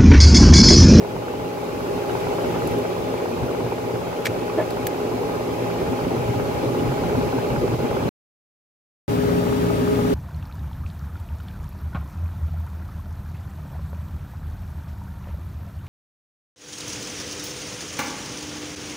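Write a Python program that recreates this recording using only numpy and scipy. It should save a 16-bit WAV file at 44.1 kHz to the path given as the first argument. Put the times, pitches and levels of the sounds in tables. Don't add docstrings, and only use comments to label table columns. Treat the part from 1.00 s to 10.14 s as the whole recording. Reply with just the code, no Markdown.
import sys
import numpy as np
from scipy import signal
from scipy.fft import rfft, irfft, next_fast_len
from scipy.io import wavfile
from scipy.ndimage import uniform_filter1d, map_coordinates

SR = 44100
rng = np.random.default_rng(int(sys.argv[2]) if len(sys.argv) > 2 else 0)


def wav_record(signal):
    frames = np.transpose(np.atleast_2d(signal))
    bounded = np.clip(frames, -1, 1)
    quanta = np.round(bounded * 32767).astype(np.int16)
    wavfile.write(sys.argv[1], SR, quanta)


N = 403074

CRANK_HZ, MOTOR_HZ, MAINS_HZ = 17.2, 58.33, 60.05
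TOP_HZ = 15900
STOP_S, RESUME_S = 7.091, 8.08
PORT_LAG = 20
BODY_DB, HISS_DB = -26.5, -44
BODY_GROWS = 1.02
PUFF_S = 0.038
THROB_S = 0.018
STROKE_CHANGE = 0.6

# t/s, level/dB
LOUDNESS = [(0.0, -50), (0.68, -48.5), (1.21, -45.5), (1.72, -45.5), (1.86, -47), (2.88, -48),
            (6.14, -45.5), (6.8, -46.5)]
# t/s, level/dB
BRIEF_DIP = [(6.748, -1), (6.755, -3), (6.78, -8), (6.795, 0)]
# f/Hz, mid level/dB, side level/dB (relative)
BOX_AIR_SPECTRUM = [(24.6, -22.5, -22), (57, -6, -13.5), (128, -1, -8.5), (208.3, -7.5, -13.5),
                    (254, 2, -9), (310, -5, -10), (401.6, 1, -12), (524, -4.5, -9.5), (650, -10.5, -8.5),
                    (1030, -16.5, -20), (1780, -26.5, -24), (2360, -22.5, -26.5), (3500, -33, -32.5),
                    (7350, -41.5, -41.5), (8340, -46, -44.5), (12600, -43, -43), (14150, -45.5, -44)]
PIPE_AIR_SPECTRUM = [(25, -38, -43), (60, -11, -26), (132, -3, -39), (198, -9, -13), (257, 1, -3.5),
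                     (312, -10.5, -17), (400, -11, -1.5), (642, -14, -30), (780, -23.5, -25),
                     (1210, -27, -23), (1770, -28, -32.5), (2390, -30, -35), (3980, -37, -39),
                     (8850, -45.5, -48.5), (15000, -44.5, -45.5)]
# t/s, level/dB
DRAUGHT_LEVEL = [(0, -40.5), (1.7, -36.5), (2.2, -39.5), (4.5, -37), (5.2, -32), (7.0, -30.5)]
# t/s, level above the rumble/dB
DRAUGHT_PUFFS = [(1.72, 5), (2.43, 11), (5.46, 6), (6.58, 9)]
# order (rounded when used), box mid level/dB, box side level/dB,
# pipe mid level/dB, pipe side level/dB
MOTOR_HARMONICS = [(1, -59.5, -63, -38.5, -76), (2, -37.5, -45.5, -28.5, -63), (3, -38, -63, -28.5, -45),
                   (5, -43.5, -62.5, -36, -45), (6, -37.5, -55, -47, -51), (8, -64.5, -54.5, -43, -50.5)]
CRANK_HARMONICS = [(15, -58, -74, -31.5, -59), (16, -55.5, -68, -52, -39), (21, -51, -66, -39, -59),
                   (24, -36.5, -31.5, -25, -36), (31, -41.5, -59.5, -56, -55), (32, -43, -53, -41, -55.5),
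                   (33, -40, -50.5, -41.5, -58), (36, -41.5, -37.5, -44, -47), (48, -35, -46.5, -45, -34),
                   (55, -62, -58.5, -47, -56.5), (57, -73, -71, -53, -58), (60, -55.5, -40, -62, -59),
                   (64.8, -57.5, -57, -58, -60), (71.5, -49.5, -51.5, -49.5, -40)]
MAINS_HARMONICS = [(8, -43, -49, -57, -55.5)]
# share of the turn, f/Hz, relative level/dB, unevenness/dB
BOX_KNOCKS = [(.02, 600, -10, 2.5), (.17, 1100, -12, 2), (.28, 750, -15, 2), (.39, 650, -13.5, 2),
              (.48, 420, -10, 2.5), (.785, 540, -5, 3), (.8, 880, -7.5, 2), (.858, 1430, -6, 2),
              (.98, 1020, -12.5, 2)]
PIPE_KNOCKS = [(.11, 1000, -17, 2), (.59, 260, -4, 1.5), (.61, 620, -10, 2), (.64, 1250, -5, 2)]
# f/Hz, relative level/dB, t60/s
CASING_MODES = [(273, -10.5, 0.01), (412, -1.5, 0.036), (490, -3.5, 0.012), (583, -4.5, 0.0099),
                (721, -12, 0.014), (832, 0.5, 0.051), (860, -1.5, 0.027), (1060, -22.5, 0.0083),
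                (1287, -3, 0.013), (1393, -9, 0.025)]
# t/s, f/Hz, level/dB
CASING_THROBS = [(.882, 407, -23), (1.131, 400, -24), (1.466, 412, -20.5), (1.763, 412, -18.5),
                 (2.411, 122.4, -25), (2.628, 122, -25), (2.932, 122, -25), (3.28, 107, -26),
                 (3.374, 404, -22), (4.082, 388, -39), (4.68, 408, -21.5), (4.799, 389, -22.5),
                 (4.906, 252, -22), (4.972, 412, -23), (5.057, 253, -22), (5.278, 119, -19),
                 (5.355, 120.5, -22), (5.651, 120, -22.5), (5.666, 400, -25), (5.89, 131, -20),
                 (5.969, 409, -22.5), (6.136, 124, -20), (6.165, 255, -19), (6.331, 261, -21),
                 (6.341, 403, -25.5), (6.574, 124, -25.5), (6.67, 250, -23), (6.711, 410, -24),
                 (6.717, 120, -22.5), (6.828, 247, -19.5)]
# t/s, relative snap level/dB, relative ring level/dB, hardness as ring tilt/(dB per octave),
# ping f/Hz
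TOOL_CLICKS = [(1.6737, -36, -59, 5.5, 11200), (1.711, -44, -59, 5.5, 12500), (1.786, -43, -58, 5, 12900),
               (3.2512, -41, -33.5, 9, 12390), (3.2553, -34, -15, 1.5, 12400),
               (3.259, -34.5, -19, 1, 12400), (3.267, -38, -11.5, -1.5, 12000),
               (3.706, -42, -35, 10, 12000), (3.8686, -24.5, -24.5, 4.5, 13770)]
# f/Hz, relative level/dB, t60/s
TERMINAL_MODES = [(1652, -4.5, 0.026), (1782, -5, .022), (1955, -6.5, 0.018), (2220, -4, 0.014),
                  (2280, 3.5, 0.022), (2930, -6.5, 0.016), (3400, -3.5, 0.018), (3870, -7, .014),
                  (4410, -6.5, 0.016), (5600, -13.5, .014), (7750, -13.5, .014)]
# f/Hz, relative level/dB
SNAP_SPECTRUM = [(1000, -28), (2000, -11), (4500, -8.5), (6500, -10), (10500, -6), (13500, -6.5),
                 (16000, -6.5)]
CRACK_SPECTRUM = [(1100, -31), (1650, 1), (2300, 0.5), (3000, -12), (4200, -11), (7500, -13), (16000, -42)]
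# t/s, relative level/dB, f/Hz that this contact rings most
HOLLOW_BUMPS = [(3.5715, -18, 452), (3.576, -18.5, 330), (3.582, -12.5, 640), (3.596, -20.5, 1750),
                (3.6, -16, 640), (3.6075, -17.5, 462)]
# f/Hz, relative level/dB, t60/s
HOLLOW_MODES = [(330, 0, 0.082), (454, 1, 0.08), (624, -1, 0.1), (693, -2.5, 0.06), (980, -1.5, 0.034),
                (1730, -4.5, 0.037)]
# f/Hz, relative level/dB
CHATTER_SPECTRUM = [(150, -24), (300, -3), (650, -2), (1100, -14), (1800, -14.5), (3000, -29), (10000, -56)]


def amp(db):
    return 10 ** (np.asarray(db) / 20)


def unit(x):
    return x / np.sqrt(np.mean(x ** 2) + 1e-20)


def curves(rows):
    s, *columns = np.transpose(rows)
    return [np.interp(np.arange(N) / SR, s, column) for column in columns]


def wobble(rate):
    knots = rng.standard_normal(int(N * rate / SR) + 4)
    return map_coordinates(knots, [np.arange(N) * rate / SR])


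def stereo(mid, side):
    return np.array([mid + side, mid - side])


def add(track, s, sound):
    start = max(round(s * SR), 0)
    part = track[..., start:][..., :sound.shape[-1]]
    part += sound[..., :part.shape[-1]]


def colour(white, points):
    f, db = np.transpose(points)
    m = next_fast_len(len(white))
    log_f = np.log(np.fft.rfftfreq(m, 1 / SR) + 1)
    gain = amp(np.interp(log_f, np.log(f), db, left=db[0] - 8.5))
    return unit(irfft(rfft(white, m) * gain, m)[:len(white)])


def patchy(x, depth_db):
    hz, _, z = signal.stft(x, SR, nperseg=512)
    field = uniform_filter1d(rng.standard_normal(z.shape[1:]), size=3, axis=0)
    field = unit(uniform_filter1d(field, size=5, axis=1))
    depth = depth_db * np.interp(hz, [3000, 6000], [1, .3])[:, None]
    return signal.istft(z * amp(depth * field), SR, nperseg=512)[1][:, :N]


def side_share(table):
    width = np.gradient(table[:, 0])
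    mid_power = width @ amp(table[:, 1]) ** 2
    side_power = width @ amp(table[:, 2]) ** 2
    return np.sqrt(side_power / mid_power)


def draught_db():
    t = np.arange(N) / SR
    puffs = sum(db * np.exp(-((t - s) / PUFF_S) ** 2) for s, db in DRAUGHT_PUFFS)
    return curves(DRAUGHT_LEVEL)[0] + puffs


def air(spectrum, lag, rumble_db, body_db, hiss_db, churn_db, flutter_db, direct, patchy_db):
    table = np.array(spectrum)
    near, room = patchy(rng.standard_normal((2, N)), depth_db=patchy_db)
    across = direct * (np.roll(near, lag) - np.roll(near, -lag)) + room
    mid = colour(near, table[:, [0, 1]])
    side = side_share(table) * colour(across, table[:, [0, 2]])
    rush = unit(stereo(mid, side))

    def below(hz):
        return signal.sosfiltfilt(signal.butter(2, hz, fs=SR, output="sos"), rush)

    bass, middle, lower = below(210), below(600), below(3600)
    rumble = amp(rumble_db + churn_db * wobble(22)) * unit(bass)
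    flutter = amp(flutter_db * (0.58 * wobble(25) + wobble(80)))
    body = amp(body_db) * unit((middle - bass) * flutter + lower - middle)
    hiss = amp(hiss_db) * unit(rush - lower)
    return rumble + body + hiss


def tones(orders, hz, at_pipe, drift, flutter_db):
    phase = 2 * np.pi * hz * (np.arange(N) / SR + drift * wobble(1.1))
    lead = 1 if at_pipe else -1
    out = np.zeros((2, N))
    for order, *levels in orders:
        mid_db, side_db = levels[2:] if at_pipe else levels[:2]
        angle = round(order) * phase + rng.uniform(0, 2 * np.pi)
        tone = stereo(amp(mid_db) * np.sin(angle), lead * amp(side_db) * np.cos(angle))
        out += amp(flutter_db * wobble(11)) * tone
    return out


def hum(at_pipe):
    motor = tones(MOTOR_HARMONICS, MOTOR_HZ, at_pipe, drift=0.00033, flutter_db=2.5)
    pump_flutter_db = 0.8 if at_pipe else 1.4
    pump = tones(CRANK_HARMONICS, CRANK_HZ, at_pipe, drift=.00005, flutter_db=pump_flutter_db)
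    whine = tones(MAINS_HARMONICS, MAINS_HZ, at_pipe, drift=.00005, flutter_db=1.0)
    return motor + pump + whine


def thud(hz, cycles):
    t = np.arange(SR // 8) / SR
    u = t * hz / cycles
    return (u * np.exp(1 - u)) ** 2 * np.sin(2 * np.pi * (hz * t + rng.random()))


def ring(modes, rise):
    t = np.arange(SR // 8) / SR
    total = 0
    for hz, db, t60 in modes:
        decay = amp(db + rng.normal(0, 2) - 60 * t / t60)
        total = total + decay * np.sin(2 * np.pi * (hz * t + rng.random()))
    return (1 - np.exp(-(t / rise) ** 2)) * total


def at_ports(strike, lag, diffuse):
    direct, left, right = [strike() for _ in range(3)]
    arrivals = np.array([np.roll(direct, max(lag, 0)), np.roll(direct, max(-lag, 0))])
    return arrivals + diffuse * np.array([left, right])


def knocks(stroke, lag, thud_db, casing_db, diffuse):
    out = np.zeros((2, N))
    turns = np.arange(int(N / SR * CRANK_HZ) + 1)

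    def strike(pitch):
        return amp(thud_db) * thud(pitch, cycles=1.9) + amp(casing_db) * ring(CASING_MODES, rise=.0015)

    for share, hz, db, uneven_db in stroke:
        usual = np.sqrt(1 - STROKE_CHANGE ** 2) * at_ports(lambda: strike(hz), lag, diffuse)
        others = np.array([at_ports(lambda: strike(hz * 2 ** octaves), lag, diffuse)
                           for octaves in rng.normal(0, .2, size=4)])
        draws = rng.standard_normal((len(turns), 2 + len(others)))
        for turn, (size, late, *mix) in zip(turns, draws):
            sound = usual + STROKE_CHANGE * np.tensordot(mix / np.linalg.norm(mix), others, 1)
            when = (turn + share) / CRANK_HZ + .00005 * uneven_db * late
            add(out, when, amp(db + uneven_db * size) * sound)
    return out


def throbs():
    out = np.zeros((2, N))
    for s, hz, db in CASING_THROBS:
        throb = at_ports(lambda: thud(hz, cycles=hz * THROB_S), PORT_LAG, diffuse=.2)
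        add(out, s, amp(db) * throb)
    return out


def compressor():
    loudness_db, = curves(LOUDNESS)
    dip_db, = curves(BRIEF_DIP)
    swell_db = loudness_db - loudness_db.mean()
    drive_db = BODY_GROWS * swell_db + dip_db
    box = air(BOX_AIR_SPECTRUM, PORT_LAG, rumble_db=draught_db() + dip_db, body_db=BODY_DB + drive_db,
              hiss_db=HISS_DB + swell_db, churn_db=2.0, flutter_db=0.77, direct=0.18, patchy_db=2.0)
    box_knocks = knocks(BOX_KNOCKS, lag=PORT_LAG // 2, thud_db=-20.5, casing_db=-28, diffuse=.3)
    box += amp(drive_db) * (hum(at_pipe=False) + box_knocks)
    box += throbs()
    pipe = air(PIPE_AIR_SPECTRUM, -PORT_LAG, rumble_db=-30, body_db=-24.0, hiss_db=-41.0,
               churn_db=-0.5, flutter_db=-1.0, direct=0.34, patchy_db=1.4)
    pipe += hum(at_pipe=True)
    pipe += knocks(PIPE_KNOCKS, lag=-PORT_LAG // 4, thud_db=-24, casing_db=-31, diffuse=.3)
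    pipe *= amp([[1.1], [-1.1]])
    return np.where(np.arange(N) < STOP_S * SR, box, pipe)


def burst(points, t60, rise):
    t = np.arange(SR // 8) / SR
    return colour(rng.standard_normal(len(t)), points) * amp(-60 * t / t60) * (1 - np.exp(-t / rise))


def tool_clicks():
    out = np.zeros((2, N))
    for s, snap_db, ring_db, tilt_db, ping_hz in TOOL_CLICKS:
        ping = [(ping_hz * .82, -35), (ping_hz, 0), (ping_hz * 1.2, -35)]
        snap = np.array([burst(SNAP_SPECTRUM, t60=0.021, rise=0.00023) + 0.8 * burst(ping, t60=.028, rise=.0002)
                         for _ in range(2)])
        modes = [(hz, db + tilt_db * np.log2(hz / 2000), t60) for hz, db, t60 in TERMINAL_MODES]
        brass = at_ports(lambda: ring(modes, rise=0.00022), lag=0, diffuse=.7)
        crack = 0.98 * burst(CRACK_SPECTRUM, t60=0.046, rise=0.00018)
        add(out, s, amp(snap_db + 6.5) * snap + amp(ring_db - 8.5) * (brass + crack))
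    return out


def hollow_bumps():
    out = np.zeros((2, N))
    for s, level_db, main_hz in HOLLOW_BUMPS:
        modes = [(hz, db - min(30 * abs(np.log2(hz / main_hz)), 12), t60) for hz, db, t60 in HOLLOW_MODES]
        shell = at_ports(lambda: ring(modes, rise=0.0032), lag=0, diffuse=0.2)
        chatter = burst(CHATTER_SPECTRUM, t60=0.165, rise=.003)
        add(out, s, amp(level_db + 3.5) * shell + amp(level_db - 13.5) * chatter)
    return out


def scene():
    return compressor() + tool_clicks() + hollow_bumps()


def record(dry):
    t = np.arange(N) / SR
    fade_in = np.clip(0.6 + (t - RESUME_S) / 0.044, 0, 1)
    heard = (t < STOP_S) + (t >= RESUME_S) * fade_in
    m = next_fast_len(N + 8192)
    low_pass = 1 / (1 + (np.fft.rfftfreq(m, 1 / SR) / TOP_HZ) ** 300)
    return irfft(rfft(dry * heard, m) * low_pass, m)[:, :N]


dry = scene()
out = record(dry)
wav_record(out)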